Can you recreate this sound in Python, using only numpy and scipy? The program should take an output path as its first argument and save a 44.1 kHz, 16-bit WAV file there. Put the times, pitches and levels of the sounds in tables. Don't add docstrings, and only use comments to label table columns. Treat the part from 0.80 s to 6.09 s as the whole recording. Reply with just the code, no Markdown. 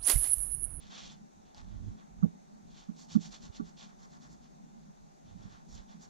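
import sys
import numpy as np
from scipy import signal
from scipy.fft import rfft, irfft, next_fast_len
from scipy.io import wavfile
from scipy.ndimage import uniform_filter1d

SR = 44100
rng = np.random.default_rng(int(sys.argv[2]) if len(sys.argv) > 2 else 0)


def generate_wav(sig):
    pcm = np.round(np.clip(np.atleast_2d(sig).T, -1, 1) * 32767).astype(np.int16)
    wavfile.write(sys.argv[1], SR, pcm)


def linear_from_db(decibels):
    return 10 ** (np.asarray(decibels, float) / 20)


N = 233431
SIZE = next_fast_len(N + 8192)
HZ, T = np.fft.rfftfreq(SIZE, 1 / SR), np.arange(N) / SR

# [f/Hz, width/Hz, level/dB]
SWAY_MODES = [(29, 64, -9), (46.6, 7.7, -4), (61.3, 4.1, -9.5)]
REST_DB = -76.5


def evened(x):
    return x / np.sqrt(np.mean(x ** 2) + 1e-20)


def read(points, hz):
    f, value = np.transpose(points)
    return np.interp(np.log(hz + 1), np.log(f + 1), value)


def shade(x, gain):
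    return irfft(rfft(x, SIZE) * gain, SIZE)[..., :N]


def humps(modes):
    power = sum(linear_from_db(2 * db) / (1 + (2 * (HZ - hz) / width) ** 2) ** 2 for hz, width, db in modes)
    return np.sqrt(power)


def rings(modes):
    return sum((-1) ** k * linear_from_db(db) / (1 + 2j * (HZ - hz) / width) ** 2
               for k, (hz, width, db) in enumerate(modes))


def slips(per_s, spread_db):
    size = linear_from_db(spread_db * np.minimum(rng.exponential(1, N), 4))
    sign = rng.choice([-1., 1.], N)
    return size * sign * (rng.random(N) < per_s / SR)


def slow(size):
    once = uniform_filter1d(rng.standard_normal(N), size)
    return evened(uniform_filter1d(once, size))


def ports(mid, side):
    return np.array([mid + side, mid - side])


def arches(rows, skew, power):
    u = np.array([np.clip((T - row[0]) / row[1], 0, 1) for row in rows])
    peak = np.array([linear_from_db(2 * row[2]) for row in rows])[:, None]
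    return u, peak * np.abs(np.sin(np.pi * u ** skew)) ** (2 * power)


def strokes():
    # [t/s, length/s, scratch level/dB, bright level/dB, table buzz level/dB]
    scribbles = [(2.148, .12, -70.5, 8.5, -0.5), (2.281, 0.097, -60, 4, -3), (2.392, 0.11, -61, 4.5, -2),
                 (2.504, 0.078, -58, 2, -5), (2.601, 0.097, -65.5, 2.5, 1), (2.714, .05, -68.5, -5, -5),
                 (2.736, 0.062, -61.5, -0.5, -7), (2.827, 0.1, -73.5, 6, 6.5), (2.96, .12, -60, 0, -4),
                 (3.048, .1, -77, 0, 10), (3.175, .11, -76, 8.5, 8), (3.288, 0.11, -76, 6, 8.5),
                 (3.393, 0.098, -74, 4, 7), (3.481, 0.092, -81, 12.5, 9.5), (3.602, 0.095, -75, -1, -1)]
    # [t/s, length/s, scratch level/dB, bright level/dB, table buzz level/dB]
    sweeps = [(-.06, 0.26, -66, -3.5, -5), (0.089, 0.11, -59, -3.5, 2.5), (.12, 0.16, -54, -5, -6.5),
              (.2, 0.13, -57, -2.5, -8), (.27, 0.11, -62.5, -3, -4.5), (.63, 0.15, -77, -18, -1),
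              (0.738, .12, -69.5, 1, 5.5), (.82, 0.25, -76, -5, 2), (0.979, 0.23, -79, 0.5, 5.5),
              (1.165, 0.085, -73, -7, 6), (1.83, 0.34, -74, -1, -3), (1.92, .17, -66.5, 0, -4),
              (4.44, 0.14, -74.5, -4, 0), (4.55, 0.22, -74, 0, 5.5), (4.67, 0.17, -71, -0.5, 5),
              (4.87, 0.2, -73, 10, 5.5), (4.95, 0.082, -65.5, -2.5, -3), (5.07, 0.11, -70.5, -1, 4.5),
              (5.18, 0.13, -75, 8.5, 6)]
    dulling_db, digging_db = -2.5, 12.5
    linger_db, linger_s = -19.5, 0.021

    rows = np.array(scribbles + sweeps)
    quick = arches(scribbles, skew=0.85, power=1.37)
    slower = arches(sweeps, skew=0.71, power=2)
    u, power = (np.concatenate(pair) for pair in zip(quick, slower))
    keep = np.exp(-1 / (linger_s * SR))
    power = power + linear_from_db(linger_db) * signal.lfilter([1 - keep], [1, -keep], power)
    total = power.sum(axis=0) + 1e-14
    bright = (power * (rows[:, 3:4] - dulling_db * (u - .5))).sum(axis=0) / total
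    buzz = (power * (rows[:, 4:5] + digging_db * (u - .5))).sum(axis=0) / total
    return 10 * np.log10(total), bright, buzz


def marker():
    # [f/Hz, level per Hz/dB]
    paper = [(880, -9), (1500, -12), (1860, -9), (2030, -5.5), (2200, -7.5), (2330, -4), (2730, -0.5),
             (3510, 7.5), (3880, 1.5), (5100, -5), (5650, -7), (7320, -9.5), (8390, -36), (10900, -40),
             (18500, -120)]
    # [f/Hz, width/Hz, level/dB]
    paper_modes = [(2410, 51, -7), (3520, 120, -14), (4310, 430, -4.5), (5550, 67, 7.5), (5900, 96, 3.5),
                   (6415, 80, 4.5), (7950, 82, -7)]
    # [f/Hz, level/dB]
    paper_side = [(60, 22), (100, -2), (180, -4), (310, 8), (530, 17.5), (910, -11), (1560, -8), (2680, -4),
                  (4610, -11.5), (7940, 6.5)]
    # [f/Hz, level/dB]
    paper_balance = [(1500, -4.5), (2700, 1), (4600, -4), (8000, -3)]
    # [f/Hz, level per Hz/dB]
    fizz_colour = [(7500, -21), (8600, -5), (10500, -12), (12500, 1), (15000, -9)]
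    # [f/Hz, width/Hz, level/dB]
    buzz_modes = [(765, 280, -0.5), (885, 24, 5.5), (1106, 190, -1), (1380, 290, -6.5), (1680, 850, -7)]
    patchy_db = 1.5

    scratch_db, bright_db, buzz_db = strokes()
    bright_db = bright_db + patchy_db * slow(size=500)
    buzz_db = buzz_db + patchy_db * slow(size=700)

    fibres = np.array([slips(9000, 2.72), slips(7400, 0.91)])
    clumps = evened(uniform_filter1d(rng.standard_normal(N), size=350))
    fibres = fibres * linear_from_db(0.87 * clumps)

    colour = linear_from_db(read(paper, HZ)) * (1 + humps(paper_modes))
    bright = 1 / (1 + (4500 / (HZ + 1)) ** 12)
    tilt = np.array([HZ * 0 + 1, linear_from_db(read(paper_side, HZ))])
    dull_part = shade(fibres, colour * tilt * (1 - bright))
    bright_part = shade(fibres, colour * tilt * bright)
    scratch = dull_part / dull_part[0].std() + bright_part / bright_part[0].std() * linear_from_db(bright_db)

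    fizz = evened(shade(fibres, linear_from_db(read(fizz_colour, HZ))))
    scratch += fizz * linear_from_db(2.0 * bright_db - 38.5)
    whisk = shade(fibres, tilt * humps([(7030, 830, 0)]))
    scratch += whisk / whisk[0].std() * linear_from_db(1.93 * bright_db - 22.5)
    rasp = shade(fibres, tilt * humps([(1900, 1100, 0.0041), (2410, 240, 0.0042)]))
    scratch += rasp / rasp[0].std() * linear_from_db(-.6 * bright_db + .3 * buzz_db - 19.5)

    lean = linear_from_db(read(paper_balance, HZ) / 2)
    scratch = shade(ports(*(scratch * linear_from_db(scratch_db))), np.array([lean, 1 / lean]))
    buzz = [evened(shade(slips(2500, 1.7), humps(buzz_modes))) for port in range(2)]
    level = linear_from_db(scratch_db + buzz_db)
    return scratch + ports(linear_from_db(-2.5) * buzz[0] * level, linear_from_db(5) * buzz[1] * level)


def drags():
    # [t/s, length/s, drag level/dB, upper judder level/dB]
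    hand_drags = [(0.0, 0.11, -54.5, -23), (0.213, 0.11, -53.5, -27), (0.618, 0.11, -63, -15),
                  (0.748, 0.15, -49, -8.5), (0.827, 0.35, -42.5, -5.5), (1.06, 0.054, -40.5, 0),
                  (1.103, 0.06, -51.5, -4), (1.286, 0.21, -55, -13), (1.375, 0.12, -51, 8),
                  (1.797, 0.19, -63.5, -3), (2.298, 0.14, -60.5, 12), (2.466, 0.086, -62, -18.5),
                  (2.58, 0.12, -58, -16), (2.723, .2, -57.5, -27), (3.422, 0.16, -60, -8),
                  (4.428, 0.17, -55, -1), (4.56, 0.089, -58.5, 8), (4.62, 0.077, -57, 6.5),
                  (4.67, .12, -54, -5), (4.88, 0.17, -46.5, -12), (5.003, .08, -62, -10)]
    rest_upper_db, tremble_db = -7.5, 6.5

    rows = np.array(hand_drags)
    power = arches(rows, skew=1, power=0.95)[1]
    rest = linear_from_db(2 * (REST_DB + tremble_db * slow(size=3000)))
    total = power.sum(axis=0) + rest
    upper_db = ((power * rows[:, 3:4]).sum(axis=0) + rest * rest_upper_db) / total
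    return 10 * np.log10(total), upper_db


def judder(per_s, wobble, spread_db):
    drift = evened(uniform_filter1d(rng.standard_normal(N), size=1500))
    pace = per_s * (1 + wobble * drift)
    slip = np.diff(np.floor(np.cumsum(np.abs(pace)) / SR), prepend=0)
    return slip * linear_from_db(spread_db * rng.standard_normal(N))


def stand():
    # [f/Hz, width/Hz, level/dB]
    drag_modes = [(86, 19, -0.5), (102.3, 27, 9), (197, 108, -2.5), (445, 37, -18)]
    # [f/Hz, width/Hz, level/dB]
    hum_modes = [(157, 43, 0), (208.6, 74, -0.5), (242, 22, -13)]
    hum_base_db, hum_swell_db, hum_push = -62, 2.5, 0.1
    centre_hz, wander_hz, lowest_hz, width_hz = 184, 20, 155, 70

    drag_db, upper_db = drags()
    hum_db = hum_base_db + hum_push * (drag_db - REST_DB) + hum_swell_db * slow(size=2500)

    right_jolts = judder(per_s=51, wobble=.12, spread_db=2.7) + 0.24 * slips(500, 1.3)
    jolts = np.array([right_jolts, 0.46 * slips(570, 2.46)])
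    sway = evened(shade(jolts, rings(SWAY_MODES) / (1 + 34 / (1j * HZ + 1)) ** 2))
    upper = evened(shade(jolts, rings(drag_modes)))
    drag = sway + upper * linear_from_db(np.minimum(upper_db, 7))
    right, own = drag * linear_from_db(drag_db)

    hum_hz = np.maximum(centre_hz + wander_hz * slow(size=5000), lowest_hz)
    turning = np.exp(2j * np.pi * np.cumsum(hum_hz) / SR)
    r = np.exp(-np.pi * width_hz / SR)
    side = rng.standard_normal(N) / turning
    for stage in range(2):
        side = signal.lfilter([1 - r], [1, -r], side)
    stiff = 1 / (1 + (128 / (HZ + 1)) ** 10)
    mid = evened(shade(rng.standard_normal(N), stiff * humps(hum_modes)))
    side = evened(shade((side * turning).real, stiff))

    shake = linear_from_db(4.5) * np.array([-.08 * right + 0.14 * own, right])
    return shake + linear_from_db(hum_db) * ports(mid, linear_from_db(4.5) * side)


def room():
    # [f/Hz, level per Hz/dB]
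    room_sum = [(160, -36), (270, -10), (410, -10), (440, -14.5), (480, -16), (523, -18), (841, -11.5),
                (930, -20.5), (1330, -20.5), (3160, -29), (3640, -23.5), (5220, -28), (6380, -20),
                (8390, -34), (10900, -45.5), (18500, -120)]
    # [f/Hz, level per Hz/dB]
    room_side = [(160, -27), (270, 1.5), (286, -17), (321, -5.5), (460, -14), (613, 0), (678, -11.5),
                 (728, 1.5), (1010, -6.5), (1140, -16.5), (1350, -14), (3200, -32), (6380, -21),
                 (8390, -32), (10900, -50), (18500, -120)]
    # [f/Hz, level per Hz/dB]
    hiss_colour = [(7000, -32), (8300, -39.5), (10000, -1.5), (12500, 1.5), (14000, -8), (15500, -19)]
    sum_db, side_db, sway_db, hiss_db, patch_db = -69.5, -62, -71.5, -91, 1.0

    frames, hz = N // 256 + 5, np.fft.rfftfreq(1024, 1 / SR)
    a, b, patches = rng.standard_normal((frames, 513, 2, 3)).T
    patches = uniform_filter1d(patches[0], 10, 0)
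    patches = evened(uniform_filter1d(patches, 14, 1))
    colours = np.array([read(room_sum, hz), read(room_side, hz)])[..., None]
    z = (a + 1j * b) * linear_from_db(colours + patch_db * patches)
    mid, side = signal.istft(z, nperseg=1024, noverlap=768)[1][:, :N]
    air = ports(linear_from_db(sum_db) * evened(mid), linear_from_db(side_db) * evened(side))
    sway = shade(rng.standard_normal((2, N)), humps(SWAY_MODES))
    hiss = shade(rng.standard_normal((2, N)), linear_from_db(read(hiss_colour, HZ)))
    return air + linear_from_db(sway_db) * evened(sway) + linear_from_db(hiss_db) * evened(hiss)


def ticks():
    # [t/s, peak level/dB, f/Hz]
    snaps = [
        (0.7465, -48, 4900),
        (0.752, -56, 5200),
        (.770, -59, 4230),
        (.7748, -53, 6000),
        (0.7804, -48, 3840),
        (.789, -55, 5000),
        (0.8025, -53, 3870),
        (0.814, -54, 4060),
        (.846, -57, 3600),
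        (.885, -58, 3900),
    ]
    snap_t60, snap_noise = .004, .9
    thud_hz, thud_db, thud_t60 = 845, -5, 0.057

    snap, thud, t = np.zeros(N), np.zeros(N), np.arange(2000) / SR
    for s, db, hz in snaps:
        start = round(s * SR)
        ring = np.sin(2 * np.pi * hz * t) + snap_noise * rng.standard_normal(len(t))
        snap[start:][:len(t)] += linear_from_db(db - 60 * t / snap_t60) * ring
        thud[start:][:len(t)] += linear_from_db(db + thud_db - 60 * t / thud_t60) * np.sin(2 * np.pi * thud_hz * t)
    snap = signal.sosfilt(signal.butter(N=8, Wn=7600, fs=SR, output="sos"), snap)
    return np.array([0.99 * snap + 1.5 * thud, 1.5 * snap - .3 * thud])


def bumps():
    # [t/s, level/dB, f/Hz, contact/s, rebound level/dB, overtones level/dB]
    blows = [
        (1.424, -11, 184, 0.029, -5.5, -22),
        (2.0831, -26.5, 201, 0.023, -3, -23.5),
        (2.348, -10.5, 215.3, 0.029, -6.5, -24.5),
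        (2.689, -35, 73, 0.022, -31, -22),
        (2.7951, -22.5, 239, 0.0146, -1, -14),
        (4.548, -39, 185, 0.023, -17, -32),
        (4.65, -34.5, 168, 0.017, -12, -40),
        (5.14, -41.5, 192, 0.0225, 0, -28),
    ]
    # [f/Hz, level/dB, t60/s]
    rebound = [(168, -5.5, 0.16), (212, -2.5, 0.097), (285, -6, 0.078)]
    overtone_hz = [300, 412, 560, 700, 815, 960, 1150, 1350, 1530]
    # [level/dB, rise/s, t60/s]
    overtones = [(8, 0.0057, .08), (2, 0.0091, 0.15), (-14, 0.0041, 0.077), (-3.5, 0.0091, 0.073),
                 (-1.5, 0.0079, 0.065), (-15, .008, 0.086), (1.5, 0.0042, 0.059), (6, 0.0045, 0.035),
                 (-19.5, 0.0025, 0.13)]
    # [f/Hz, width/Hz, level/dB]
    rattle_modes = [(475, 74, 7.5), (740, 410, -2)]
    rattle_db, flat_hz, tight_db_per_hz = -15, 184, .35
    left_shake = -0.19

    shake, knock, loose = np.zeros(N + SR), np.zeros(N + SR), np.zeros(N + SR)
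    t = np.arange(SR // 4) / SR
    rattle = evened(shade(slips(3000, 2.5), humps(rattle_modes)))
    for s, db, hz, contact, rebound_db, over_db in blows:
        at = slice(round(s * SR), round(s * SR) + len(t))
        u = np.clip(t / contact, 0, 1)
        press = np.sin(np.pi * u ** 1.32) ** 1.2 * np.cos(2 * np.pi * hz * (t - 0.527 * contact))
        free = np.maximum(t - 0.66 * contact, 0)
        ring = sum(linear_from_db(d - 60 * free / t60) * np.sin(2 * np.pi * f * free) for f, d, t60 in rebound)
        shake[at] += linear_from_db(db) * (press + linear_from_db(rebound_db) * (1 - np.exp(-free / 0.0079)) * ring)

        loose_db = db + over_db + rattle_db - tight_db_per_hz * abs(hz - flat_hz)
        loose[at] += linear_from_db(loose_db) * np.sin(np.pi * np.clip(t / (1.62 * contact), 0, 1))

        for f, (d, rise, t60) in zip(overtone_hz, overtones):
            swell = linear_from_db(d - 60 * t / t60) * (1 - np.exp(-t / rise)) ** 2
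            tone = np.sin(2 * np.pi * (f * t + rng.random()))
            knock[at] += linear_from_db(db + over_db) * swell * tone
    blow = np.array([left_shake * shake - 0.64 * knock, shake + knock])[:, :N]
    return blow + np.array([[-.3], [1.1]]) * rattle * loose[:N]


def scene():
    return marker() + stand() + room() + ticks() + bumps()


def top_cut(x):
    return signal.sosfilt(signal.butter(12, 15100, fs=SR, output="sos"), x)


def record(dry):
    return top_cut(dry)


dry = scene()
out = record(dry)
generate_wav(out)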